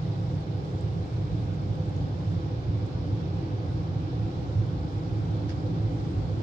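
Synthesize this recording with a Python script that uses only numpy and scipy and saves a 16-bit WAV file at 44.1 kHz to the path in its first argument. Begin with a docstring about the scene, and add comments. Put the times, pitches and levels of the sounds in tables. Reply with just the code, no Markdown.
"""Car-wash dryer from inside the car

Blower jets shake the panels of a closed car: noise through cabin resonances gives boom and drone.
A thin hiss leaks in, mostly on the right; fan whistles and a wavering tone lie in the drone.
Blown drops tick on the glass as short decaying sines with a crack; a slug of water bursts as wide noise.
"""
import sys
import numpy as np
from scipy import signal
from scipy.fft import rfft, irfft, next_fast_len
from scipy.io import wavfile
from scipy.ndimage import uniform_filter1d, map_coordinates

SR = 44100
rng = np.random.default_rng(int(sys.argv[2]) if len(sys.argv) > 2 else 0)


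def generate_wav(sig):
    """Save sig (samples, or channels by samples) to the path in sys.argv[1] as 16-bit PCM at SR."""
    pcm = np.round(np.clip(np.atleast_2d(sig).T, -1, 1) * 32767).astype(np.int16)
    wavfile.write(sys.argv[1], SR, pcm)


N = 283386


def jets():
    """Blower jets: panel-shaken cabin resonances plus the hiss that leaks in."""
    drone_db = glide(first=-41, last=-36, tau_s=15)
    return rumble() + drone(drone_db) + across(drone_db) + hiss()


# lowest air resonances of the cabin: (centre [Hz], width [Hz], relative level [dB], left-right [dB])
DEEP_MODES = [(57.5, 12, -8.5, 2.5), (75, 14, -7.5, 0), (97.9, 21, -1, -3), (107.6, 12.3, 2, -2)]
# roof and door panels: (centre [Hz], width [Hz], relative level [dB], left-right [dB])
BOOM_MODES = [(128.7, 20.2, -0.5, -1), (149.8, 14, -2, -0.5), (166.7, 14.1, -1, -3.5), (197.4, 12, -11, -4)]
# brief swells and dips: (time [s], level [dB], 1/e half-length [s])
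LUMPS = [(.785, -9, .016), (1.096, -9, .016), (1.16, 3, .025), (1.336, 5, .025), (2.03, 6, .028),
         (2.078, -8, .014), (2.5, -7, .015), (2.65, -7, .014), (2.69, 5, .025), (2.9, -5, .03),
         (3.13, 4, .03), (3.23, 4, .02), (3.57, -8, .016), (4.09, -7, .014), (4.329, -8, .018),
         (4.58, 4, .03), (4.9, -9, .03), (5.04, -4, .02), (5.11, 3, .03), (5.83, 3, .03)]
GUST_KNOTS_PER_S, GUST_DB = 9, 0.69
BOOM_SWELL_SHARE = 0.46  # share of each swell the panels follow; dips reach them whole


def rumble():
    """Cabin air and panel resonances; levels glide as the jets creep along the body, with random gusts."""
    t_s = np.arange(N) / SR
    lump_db = sum(db * np.exp(-((t_s - at_s) / length_s) ** 2) for at_s, db, length_s in LUMPS)
    panel_lump_db = np.minimum(lump_db, BOOM_SWELL_SHARE * lump_db)
    deep = unit(filtered(turbulence(patchy_db=0.26), resonant(DEEP_MODES, skirt=1.65)))
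    boom = unit(filtered(turbulence(patchy_db=-0.55), resonant(BOOM_MODES, skirt=1.52)))
    deep_db = glide(first=-33.5, last=-29, tau_s=2.76) + lump_db + GUST_DB * wobble(GUST_KNOTS_PER_S)
    boom_db = glide(first=-32, last=-34.5, tau_s=1.6) + panel_lump_db + GUST_DB * wobble(GUST_KNOTS_PER_S)
    return amp(deep_db) * deep + amp(boom_db) * boom


# higher resonances: (centre [Hz], width [Hz], relative level [dB], left-right [dB])
DRONE_MODES = [(252, 26.7, -9, 9), (298, 34, -3.5, 0), (328.3, 15.7, -3.5, 3), (354.5, 48, -10.5, 2.5),
               (394, 28, -9.5, -0.5), (470.5, 30, -12.5, -0.5), (494, 13, -10, -0.5), (507.3, 26, -10.5, 2),
               (564, 56, -15.5, -1), (643.4, 28, -18, -5), (745, 68, -16, 1), (809, 20, -17.5, 2.5),
               (837, 25, -20.5, 2), (890, 68, -22.5, 2.5), (1015, 86, -27, 1), (1147, 140, -30, 1),
               (1360, 50, -29.5, 4.5), (1484, 50, -29.5, -1.5)]
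LOW_DRONE_HZ = 370


def drone(level_db):
    """Higher cabin resonances; the lowest of them grow faster than the rest."""
    noise = unit(filtered(turbulence(patchy_db=0.72), resonant(DRONE_MODES, skirt=1.43)))
    low = filtered(noise, lambda hz: 1 / (1 + (hz / LOW_DRONE_HZ) ** 20))
    low_over_rest_db = glide(first=-2.7, last=5.9, tau_s=8.8)
    return amp(level_db) * (noise + (amp(low_over_rest_db) - 1) * low)


# side-to-side resonances: (centre [Hz], width [Hz], relative level [dB], left-right [dB])
ACROSS_MODES = [(278, 25, 14.5, 3.5), (604, 63, 6, -2), (680, 64, 8, -1), (791, 54, 9, -3.5),
                (828, 29, 6.5, -3.5), (958, 31, 7, -1), (1103, 43, 1, -0.5), (1100, 50, 0.5, 0.5),
                (1242, 76, 5, 0), (1290, 40, 1, 2), (1390, 35, -2, -1), (1400, 60, -5, 0),
                (1470, 20, -1, 1.5), (1566, 61, -0.5, -4.5), (1643, 80, 0, 1), (1690, 99, -11, -0.5)]
ACROSS_MEAN_DB, DRONE_SHARE = -49.5, 0.55


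def across(drone_db):
    """Side-to-side resonances, opposite in sign at the microphones; the drone's panels shake them."""
    noise = unit(filtered(turbulence(patchy_db=-0.3, sign=-1.02), resonant(ACROSS_MODES, skirt=1.5)))
    return amp(ACROSS_MEAN_DB + DRONE_SHARE * (drone_db - drone_db.mean())) * noise


# jet noise through glass and seals: (frequency [Hz], relative density [dB per Hz])
HISS_COLOUR = [(1400, -8.5), (1800, -0.5), (2300, 0), (2800, -2.5), (3500, 0), (4300, -3), (5000, -4.5),
               (5600, -7.5), (6100, -12.5), (7200, -18), (8500, -27.5), (9500, -37.5), (11500, -54.5)]
# hiss balance: (frequency [Hz], left-right [dB])
HISS_SIDE = [(60, -1.5), (120, -2.0), (240, 0.5), (490, 0.5), (1000, 0.5), (2020, -1), (4080, -8),
             (8240, -13.5)]
# slow drift: (time [s], level [dB], level of the top over the rest [dB])
HISS_DRIFT = [(0, 1, 1.5), (.35, 0, 2.5), (.6, 0, 0.5), (.85, .5, 0.5), (1.5, 0, 0.5), (2, .5, 0),
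              (2.6, 0.5, -3), (3.2, 1, -2.5), (3.8, 0, 0), (4.15, 1, -2.5), (4.5, 0.5, -1.5), (5.2, .5, 1),
              (5.8, 0.5, 0.5), (6.4, 0.5, 2)]
HISS_DB, HISS_LOW_HZ, TREBLE_HZ = -55.5, 1400, 6800
HISS_LEAD_S = 0.000403  # left microphone first
FLICKER_KNOTS_PER_S, FLICKER_DB = 7, 1.5


def hiss():
    """Jet noise leaking through glass and seals; its level drifts and its top flickers."""
    def leak(hz):
        lead = np.exp(1j * np.pi * HISS_LEAD_S * np.array([hz, -hz]))
        return amp(along(HISS_COLOUR, hz)) * sides(along(HISS_SIDE, hz)) * lead * (hz > HISS_LOW_HZ)

    noise = unit(filtered(turbulence(patchy_db=0.76), leak))
    top = filtered(noise, lambda hz: 1 - 1 / (1 + (hz / TREBLE_HZ) ** 10))
    at_s, *levels_db = np.transpose(HISS_DRIFT)
    drift_db, top_db = (np.interp(np.arange(N) / SR, at_s, db) for db in levels_db)
    top_gain = amp(top_db + FLICKER_DB * wobble(FLICKER_KNOTS_PER_S))
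    return amp(HISS_DB + drift_db) * (noise + (top_gain - 1) * top)


# fan whistles: (centre [Hz], width [Hz], first level [dB], last level [dB], time constant [s])
WHISTLES = [(289, 9, -50, -41.5, 9), (326, 9, -62, -49, 4), (510, 10, -54, -54.5, 2), (650, 9, -60, -75, 6),
            (815, 9, -74, -56, 8)]


def whistles():
    """Fan whistles: narrow bands of noise, each gliding towards its own level."""
    out = np.zeros((2, N))
    for hz, width_hz, first_db, last_db, tau_s in WHISTLES:
        band = filtered(turbulence(patchy_db=0.5), resonant([(hz, width_hz, 0, 1)], skirt=1.8))
        out += amp(glide(first_db, last_db, tau_s)) * unit(band)
    return out


# tone comes and goes: (time [s], level [dB])
HUM_LEVEL = [(0, -60), (.6, -49.5), (1.6, -53.5), (2.2, -56.5), (2.7, -54.5), (3.3, -56), (3.8, -61),
             (4.5, -54.5), (5.2, -64.5), (5.75, -49.5), (6.15, -50.5), (6.4, -61)]
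HUM_HZ, HUM_WANDER_HZ, HUM_WANDER_DB, HUM_KNOTS_PER_S = 422, 0.6, 0.62, 4
HUM_LEAD_RAD = 1.2  # left ahead of right


def hum():
    """Thin tone, probably fan blades: a sine of slowly wavering pitch and strength."""
    level_db = np.interp(np.arange(N) / SR, *np.transpose(HUM_LEVEL))
    hz = HUM_HZ + HUM_WANDER_HZ * wobble(HUM_KNOTS_PER_S)
    phase = 2 * np.pi * np.cumsum(hz) / SR
    tone = np.sqrt(2) * np.sin(phase + np.array([[HUM_LEAD_RAD], [0]]))
    return amp(level_db + HUM_WANDER_DB * wobble(HUM_KNOTS_PER_S)) * tone


# bursts of the slug: (time [s], level [dB], t60 [s])
SPLASH = [(5.484, -47, .05), (5.4925, -35.5, .035), (5.501, -39, .035), (5.511, -43.5, .04),
          (5.519, -47, .045)]
# splash colour: (frequency [Hz], relative density [dB per Hz])
SPRAY_COLOUR = [(900, -16), (1600, 3), (2400, -5), (3600, -7), (5000, -3), (6000, -8), (7500, -22),
                (9500, -32), (12500, -34), (13500, -52)]
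# splash balance: (frequency [Hz], left-right [dB])
SPRAY_SIDE = [(1600, 1), (5000, -11), (12000, -5)]
SPLASH_RISE_S = 0.0025


def splash():
    """A slug of water thrown against the glass: brief decaying bursts of wide noise."""
    def colour(hz):
        return amp(along(SPRAY_COLOUR, hz)) * sides(along(SPRAY_SIDE, hz))

    out, t_s = np.zeros((2, N)), np.arange(SR // 10) / SR
    for at_s, db, t60_s in SPLASH:
        spray = unit(filtered(rng.standard_normal((2, len(t_s))), colour))
        envelope = amp(db - 60 * t_s / t60_s) * (1 - np.exp(-t_s / SPLASH_RISE_S))
        out[:, round(at_s * SR):][:, :len(t_s)] += envelope * spray
    return out


# single drops: (time [s], tick peak [dB], pitch [Hz], left-right [dB], crack over tick [dB])
DROPS = [(.406, -66, 8600, -13, -1), (.572, -68, 11700, -10, 2), (.650, -70, 8700, -7, 4),
         (.787, -78, 11200, -6, 2), (.810, -57, 7800, -22, -4), (.935, -70, 9150, -10, 3),
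         (1.057, -60, 6760, -4, -1), (1.539, -60, 7200, -3, -2), (1.547, -62, 7200, -3, -2),
         (1.755, -67, 8150, -9, 1), (1.857, -65, 7600, -3, -1), (1.894, -64.5, 8400, -7, 3),
         (1.964, -57, 6400, -12, -2), (2.0835, -73, 9700, -8, 6), (2.864, -61, 6900, -15, -1),
         (3.364, -66, 7600, -10, -3), (4.415, -74, 11100, -1.5, 3), (4.663, -74, 9000, 2, 6),
         (5.372, -76, 8000, -7, 5), (6.105, -71, 8500, -7, 8), (6.112, -72, 8500, -7, 8)]
RING_CYCLES = 45  # to -60 dB
TICK_RISE_S, CRACK_RISE_S = 0.00065, 0.0008
CRACK_T60_S, CRACK_WIDTH_HZ = 0.013, 2000
SMEAR_DB, SMEAR_T60_S = -4, 0.03


def drops():
    """Drops on glass: a one-pitch tick plus a tiny noise crack, smeared a little by glass and cabin."""
    out, t_s = np.zeros((2, N + SR)), np.arange(SR // 30) / SR
    for at_s, db, hz, pan_db, crack_db in [*DROPS, *mist()]:
        ring = np.sin(2 * np.pi * hz * t_s) * amp(-60 * t_s * hz / RING_CYCLES)
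        tick = ring * (1 - np.exp(-t_s / TICK_RISE_S))
        band = filtered(rng.standard_normal(len(t_s)), lambda f: np.exp(-((f - hz) / CRACK_WIDTH_HZ) ** 2))
        crack = amp(crack_db - 60 * t_s / CRACK_T60_S) * (1 - np.exp(-t_s / CRACK_RISE_S)) * unit(band)
        tail = amp(-60 * t_s / SMEAR_T60_S) * rng.standard_normal((2, len(t_s)))
        tail /= np.linalg.norm(tail[0])
        smear = signal.fftconvolve(tick[None], tail, axes=1)[:, :len(t_s)]
        heard = tick / np.abs(tick).max() + crack + amp(SMEAR_DB) * smear
        out[:, round(at_s * SR):][:, :len(t_s)] += amp(db) * sides(pan_db)[:, None] * heard
    return out[:, :N]


MIST_MIN_DB, MIST_SPREAD_DB, MIST_CRACK_DB = -84, 9, 3


def mist():
    """Rows of faint drops at random moments, pitches and sizes; fewer as the glass dries."""
    rate_per_s = glide(first=20, last=4.3, tau_s=1.4)
    expected = np.cumsum(rate_per_s) / SR
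    gap, pitch, size, place = rng.random((200, 4)).T
    due = np.cumsum(-np.log(1 - gap))  # Poisson arrivals, in expected drops
    at_s = np.interp(due, expected, np.arange(N) / SR)
    db = MIST_MIN_DB + MIST_SPREAD_DB * size ** 2
    hz, pan_db = 6500 * 1.5 ** pitch, -14 + 12 * place
    rows = np.transpose([at_s, db, hz, pan_db, np.full_like(due, MIST_CRACK_DB)])
    return rows[due < expected[-1]]


# likeness of the microphones: (frequency [Hz], correlation [0-1])
ALIKE = [(100, 0.97), (230, 1), (330, 0.83), (450, 0.77), (520, 0.85), (620, 0.27), (780, 0.38),
         (1000, 0.48), (1300, 0.89), (1550, 0.77), (1900, 0.42), (2500, 0.18), (3500, 0.12), (5000, 0.042)]


def turbulence(patchy_db, sign=1):
    """Stereo white noise with drifting patches of gain; the microphones share more of it in the bass."""
    z = signal.stft(rng.standard_normal((2, N)), nperseg=1024)[2]
    field = uniform_filter1d(rng.standard_normal(z.shape[1:]), size=12, axis=0)
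    field = uniform_filter1d(field, size=6, axis=1)
    pair = signal.istft(z * amp(patchy_db * unit(field)), nperseg=1024)[1][:, :N]

    def mid_side(hz):
        turn = np.arccos(np.clip(along(ALIKE, hz), 0, 1)) / 2
        return np.array([np.cos(turn), np.sin(turn)])

    mid, side = filtered(pair, mid_side)
    return np.array([mid + side, sign * (mid - side)])


def resonant(modes, skirt):
    """Response of many independently shaken resonances: their powers add."""
    def response(f):
        power = 0
        for hz, width_hz, db, pan_db in modes:
            gains = amp(db) * sides(pan_db)[:, None]
            detune = (f - hz * hz / (f + 1)) / width_hz
            power = power + gains ** 2 * (1 + detune ** 2) ** -skirt
        return np.sqrt(power)
    return response


def glide(first, last, tau_s):
    """A value settling exponentially from first towards last."""
    return last + (first - last) * np.exp(-np.arange(N) / SR / tau_s)


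def wobble(knots_per_s):
    """Smooth random curve: a spline over random knots."""
    return map_coordinates(rng.standard_normal(200), [np.arange(N) * knots_per_s / SR])


def filtered(x, response):
    """x times a response of frequency [Hz]."""
    m = next_fast_len(x.shape[-1] + 8192)
    return irfft(rfft(x, m) * response(np.fft.rfftfreq(m, 1 / SR)), m)[..., :x.shape[-1]]


def along(points, hz):
    """(Hz, value) points interpolated on a log frequency axis."""
    f, v = np.transpose(points)
    return np.interp(np.log(hz + 1), np.log(f + 1), v)


def sides(pan_db):
    """Left and right gains for a level difference."""
    return amp(np.array([pan_db / 2, -pan_db / 2]))


def amp(db):
    """Gain of a level in dB."""
    return 10 ** (np.asarray(db) / 20)


def unit(x):
    """x at rms 1."""
    return x / np.sqrt(np.mean(x ** 2) + 1e-20)


def scene():
    """All that reaches the two microphones."""
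    return jets() + whistles() + hum() + splash() + drops()


# microphone hiss: (frequency [Hz], relative density [dB per Hz])
SELF_NOISE_COLOUR = [(3000, 6), (9000, -6), (13000, 1), (15000, -1), (16000, 1)]
SELF_NOISE_DB, SELF_NOISE_LOW_HZ = -80, 3000
LOW_CUT_HZ, TOP_HZ = 30, 15720


def record(dry):
    """Microphones add faint hiss; the deepest bass and all above the band limit are cut."""
    def own_colour(hz):
        return amp(along(SELF_NOISE_COLOUR, hz)) * (hz > SELF_NOISE_LOW_HZ)

    def band(hz):
        x = (hz / LOW_CUT_HZ) ** 6
        return x / (1 + x) * (hz < TOP_HZ)

    own = unit(filtered(rng.standard_normal((2, N)), own_colour))
    pad = SR // 10  # no click at the ends
    heard = np.pad(dry + amp(SELF_NOISE_DB) * own, [(0, 0), (pad, pad)], "reflect")
    return filtered(heard, band)[:, pad:][:, :N]


dry = scene()
out = record(dry)
generate_wav(out)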